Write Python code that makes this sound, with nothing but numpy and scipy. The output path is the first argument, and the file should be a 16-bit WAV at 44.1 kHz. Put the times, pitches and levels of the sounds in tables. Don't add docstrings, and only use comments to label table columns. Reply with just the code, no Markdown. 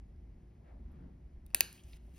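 import sys
import numpy as np
from scipy import signal
from scipy.fft import rfft, irfft
from scipy.io import wavfile
from scipy.ndimage import uniform_filter1d

SR = 44100
rng = np.random.default_rng(int(sys.argv[2]) if len(sys.argv) > 2 else 0)


def pcm_store(signal):
    levels = np.round(np.clip(np.atleast_2d(signal), -1, 1) * 32767)
    wavfile.write(sys.argv[1], SR, levels.astype(np.int16).T)


def attenuation_scalar(level_db):
    decades = np.asarray(level_db, float) / 20
    return 10 ** decades


N = 96138

# start_s, level_db, tooth_index, rebound_gap_ms
TOOTH_SNAPS = [
    (1.5466, -35.4, 0, .95),
    (1.6069, -35.6, 1, .95),
]
# start_s, level_db, tilt_db_per_octave
RATCHET_CREEP = [
    (1.4640, -78.5, 4.5),
    (1.5037, -82.5, -5),
    (1.5120, -89.5, -9),
    (1.5375, -87, -13),
]
# pitch_hz, swell_ms, first_tooth_db, second_tooth_db
STEEL_MODES = [(850, .35, -7, -3), (1880, .8, 2, 6), (2620, .95, 9.5, 15), (3350, .6, -1, 3),
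               (4680, .8, 5, 13), (5200, .6, 2, 8), (6650, .45, -5, 10), (7650, .6, 8, 6), (8500, .3, 5, 5),
               (9650, .3, 10, 9.5), (12150, .5, 6, 11), (13300, .3, 8, 5), (14050, .3, 14, 16.5),
               (15300, .6, -3, 15)]
# delay_in_rebound_gaps, level_db
PAWL_REBOUNDS = [
    (0, 0),
    (1.3, -17),
    (2.6, -23),
    (4.1, -29),
]
# start_s, level_db, pitch_hz, width_hz, length_ms
GLOVE_TICKS = [(.160, -82, 5000, 1500, 2.4), (0.914, -80, 11500, 1190, 6.),
               (1.7278, -46.5, 11300, 7360, 0.88), (1.778, -57, 2720, 600, 3.8),
               (1.793, -63.5, 3040, 795, 6.1), (1.8353, -61.5, 7440, 2500, 3.2),
               (1.836, -61, 2600, 500, 1.54), (1.9312, -55, 4170, 1200, 3), (1.9324, -57, 2680, 700, 2),
               (2.0670, -74, 10900, 5000, 0.87), (2.0790, -66, 623.6, 343, 5.9),
               (1.463, -69.5, 3630, 700, 2.2)]
# time_s, pressure_db
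GLOVE_PRESSURE = [(1.462, -105), (1.468, -87.5), (1.54, -79.5), (1.76, -64.5), (1.82, -76.5), (1.89, -69.5),
                  (1.972, -69), (1.982, -92), (2.04, -81.5), (2.13, -79), (2.165, -69)]
# pitch_hz, density_db_per_hz
LATEX_COLOUR = [(700, -7.5), (1500, -5.5), (2800, 3), (4000, -4.5), (6000, -3), (9500, -2.5), (13000, -6),
                (16000, -8)]
# pitch_hz, t60_s
ROOM_DECAY = [(300, 0.12), (1200, 0.49), (2500, 0.3), (5000, 0.35), (9000, 0.34), (15000, .22)]
# pitch_hz, level_db
ROOM_COLOUR = [(400, 12), (1200, 2), (2700, 4), (4800, -1), (6000, -2), (12000, -3), (15500, -7),
               (16000, -30)]
# pitch_hz, likeness_0_to_1
PORT_LIKENESS = [(110, 1), (300, .9), (550, .2), (1200, .2), (2100, .95), (6000, .97), (7000, .998),
                 (16000, .998)]
# pitch_hz, left_over_right_db
LEFT_LEAN = [(90, 0), (200, 1.5), (600, 4), (1100, 2.5), (1800, 3.5), (2600, 0)]
# middle_s, half_length_s, level_db, pitch_hz, width_hz
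DRAPE_MOVES = [(0.687, .045, -73, 1670, 1170), (0.71, 0.082, -67, 600, 520), (1.036, 0.099, -54, 150, 195),
               (0.83, 0.13, -60, 166, 187), (0.971, 0.14, -72, 500, 1500)]
# pitch_hz, density_db_per_hz
AIR_COLOUR = [(50, -26.5), (85, -2.5), (97, -1.5), (241, -9.5), (389, -19), (465, -22.5), (524, -23),
              (696, -24), (3000, -52.5), (3900, -73.5), (6600, -120)]
# pitch_hz, density_db_per_hz
HISS_COLOUR = [(800, -8.5), (2000, 6), (3500, -4.5), (7000, -8), (12500, -14.5), (14000, -21)]
# time_s, level_db
DUCT_RUMBLE = [(0.0, -50.5), (0.13, -52), (0.39, -51.5), (0.41, -76), (0.44, -55), (0.65, -60), (0.81, -46),
               (1.2, -56.5), (1.24, -48.5), (1.29, -57), (1.39, -47.5), (1.75, -64), (1.82, -85),
               (1.85, -49.5), (2.0, -51.5), (2.18, -54.5)]
# pitch_hz, width_hz, level_db
DUCT_MODES = [(35.2, 36, -12), (55, 9, -1), (72.5, 12, -7.5)]
# pitch_hz, level_db
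MAINS_HUM = [(120, -77.5), (160, -76), (240, -72.5), (360, -74)]
# pitch_hz, lead_radians
PORT_LEAD = [(300, 0), (900, -.55), (1650, -.4), (2600, 1), (4500, .7), (4950, 0), (5550, .3), (6700, 2.4)]


def evened(x):
    return x / np.sqrt(np.mean(x ** 2) + 1e-20)


def read(points, hz):
    f, value = np.transpose(points)
    return np.interp(np.log(hz + 1), np.log(f + 1), value)


def add(mix, start_s, sound):
    part = mix[round(start_s * SR):][:len(sound)]
    part += sound[:len(part)]


def resonate(x, hz, width_hz):
    turn = np.exp(2j * np.pi * hz * np.arange(x.shape[-1]) / SR)
    r = np.exp(-np.pi * width_hz / SR)
    smooth = signal.lfilter([(1 - r) ** 2], [1, -2 * r, r * r], x / turn)
    return 2 * (turn * smooth).real


def coloured(points, patchy_db, channels=2):
    hz = np.fft.rfftfreq(1024, 1 / SR)
    z = rng.standard_normal((N // 256 + 5, 513, 2 * channels + 1)).T
    patches = uniform_filter1d(z[-1], size=10, axis=0)
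    patches = evened(uniform_filter1d(patches, size=10, axis=1))
    inside = (hz > .7 * points[0][0])[:, None]
    gain = inside * attenuation_scalar(read(points, hz)[:, None] + patchy_db * patches)
    z = (z[:channels] + 1j * z[channels:-1]) * gain
    return evened(signal.istft(z, nperseg=1024, noverlap=768)[1][:, :N])


def ring(levels_db, gap_ms, blur=1, crack_db=15):
    out, t = np.zeros(2000), np.arange(1200) / SR
    steel = np.array(STEEL_MODES)
    hz, swell_ms = steel[:, 0:1], steel[:, 1:2]
    u = t * 1000 / (swell_ms * blur)
    swell = u * np.exp(1 - u) / swell_ms
    for gaps, db in PAWL_REBOUNDS:
        turns = hz * t + (gaps > 0) * rng.random(hz.shape)
        modes = attenuation_scalar(db + levels_db[:, None]) * swell * np.sin(2 * np.pi * turns)
        add(out, gaps * gap_ms / 1000, modes.sum(0))
    u = t / .0007
    crack = signal.lfilter([1, -.5], 1, rng.standard_normal(1200))
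    add(out, 0, attenuation_scalar(crack_db) * crack * np.sqrt(u) * np.exp(-2 * u))
    return out


def clamp():
    direct, walls, steel = np.zeros(N), np.zeros(N), np.array(STEEL_MODES)
    for start_s, db, tooth, gap_ms in TOOTH_SNAPS:
        levels_db = steel[:, 2 + tooth]
        add(direct, start_s, attenuation_scalar(db) * ring(levels_db, gap_ms))
        add(walls, start_s, attenuation_scalar(db) * ring(levels_db, gap_ms, blur=.45, crack_db=21))
    for start_s, db, tilt_db in RATCHET_CREEP:
        levels_db = steel[:, 2] + tilt_db * np.log2(steel[:, 0] / 5000)
        add(direct, start_s, attenuation_scalar(db) * ring(levels_db, gap_ms=.9))
    return direct, walls


def glove():
    t = np.arange(N) / SR
    grain = attenuation_scalar(1.5 * evened(uniform_filter1d(rng.standard_normal(N), size=60)))
    pressure = attenuation_scalar(np.interp(t, *np.transpose(GLOVE_PRESSURE), left=-140))
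    out = pressure * grain * coloured(LATEX_COLOUR, patchy_db=0.83, channels=1)[0]
    for start_s, db, hz, width_hz, length_ms in GLOVE_TICKS:
        u = t[:2000] * 1000 / length_ms
        envelope = 2 * np.sqrt(u) * np.exp(-u * 1.07)
        tick = evened(resonate(rng.standard_normal(2000), hz, width_hz))
        add(out, start_s, attenuation_scalar(db) * envelope * tick)
    return out


def diffuse(pair):
    hz, (a, b) = np.fft.rfftfreq(N, 1 / SR), rfft(pair)
    same = np.clip(read(PORT_LIKENESS, hz), 0, 1)
    lean = attenuation_scalar(read(LEFT_LEAN, hz) / 2)
    right = same * a + np.sqrt(1 - same ** 2) * b
    return irfft([a * lean, right / lean], N)


def room(x):
    gap_s = 0.0024
    hz, t, z = signal.stft(rng.standard_normal((2, SR)), SR, nperseg=256)
    decay_db = 60 * t / read(ROOM_DECAY, hz)[:, None]
    z = z * attenuation_scalar(read(ROOM_COLOUR, hz)[:, None] - decay_db)
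    onset = np.clip(np.arange(SR) / SR / gap_s - 1, 0, 1)
    tail = signal.istft(z, SR, nperseg=256)[1][:, :SR] * onset
    tail = tail / np.linalg.norm(tail[0])
    return diffuse(signal.fftconvolve(x[None], tail, axes=1)[:, :N])


def drape():
    t, out = np.arange(N) / SR, np.zeros((2, N))
    for middle_s, half_s, db, hz, width_hz in DRAPE_MOVES:
        swell = np.exp(-((t - middle_s) / half_s) ** 2)
        out += attenuation_scalar(db) * swell * evened(resonate(rng.standard_normal((2, N)), hz, width_hz))
    return out


def air_and_hiss():
    air = coloured(AIR_COLOUR + [(6000, -76.5)], patchy_db=0.61)
    return attenuation_scalar(-61) * air + attenuation_scalar(-83.5) * coloured(HISS_COLOUR, patchy_db=.6)


def duct_rumble():
    duct = np.zeros(N)
    for hz, width_hz, db in DUCT_MODES:
        mode = resonate(rng.standard_normal(2 * N), hz, width_hz)[N:]
        duct += attenuation_scalar(db) * evened(mode)
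    duct = evened(duct)
    duct = duct / np.sqrt(uniform_filter1d(duct ** 2, size=6000) + 0.11)
    return attenuation_scalar(np.interp(np.arange(N) / SR, *np.transpose(DUCT_RUMBLE))) * duct


def mains_hum():
    t = np.arange(N) / SR
    return sum(attenuation_scalar(db + 0.5) * np.sin(2 * np.pi * (hz * t + rng.random())) for hz, db in MAINS_HUM)


def background():
    return diffuse(drape() + air_and_hiss()) + duct_rumble() + mains_hum()


def scene():
    (direct, walls), hand = clamp(), glove()
    return direct + hand + attenuation_scalar(-11.5) * room(walls + hand) + background()


def band_limit(x):
    return signal.sosfilt(signal.butter(12, 17170, fs=SR, output="sos"), x)


def record(dry):
    edge_hz, lead_per_hz = 15900, .000935
    hz = np.fft.rfftfreq(N, 1 / SR)
    lead = np.interp(hz, *np.transpose(PORT_LEAD))
    lead = lead + lead_per_hz * np.maximum(hz - PORT_LEAD[-1][0], 0)
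    ports = np.exp([.5j * lead, -.5j * lead]) / np.sqrt(1 + (hz / edge_hz) ** 120)
    return band_limit(irfft(rfft(dry) * ports, N))


dry = scene()
out = record(dry)
pcm_store(out)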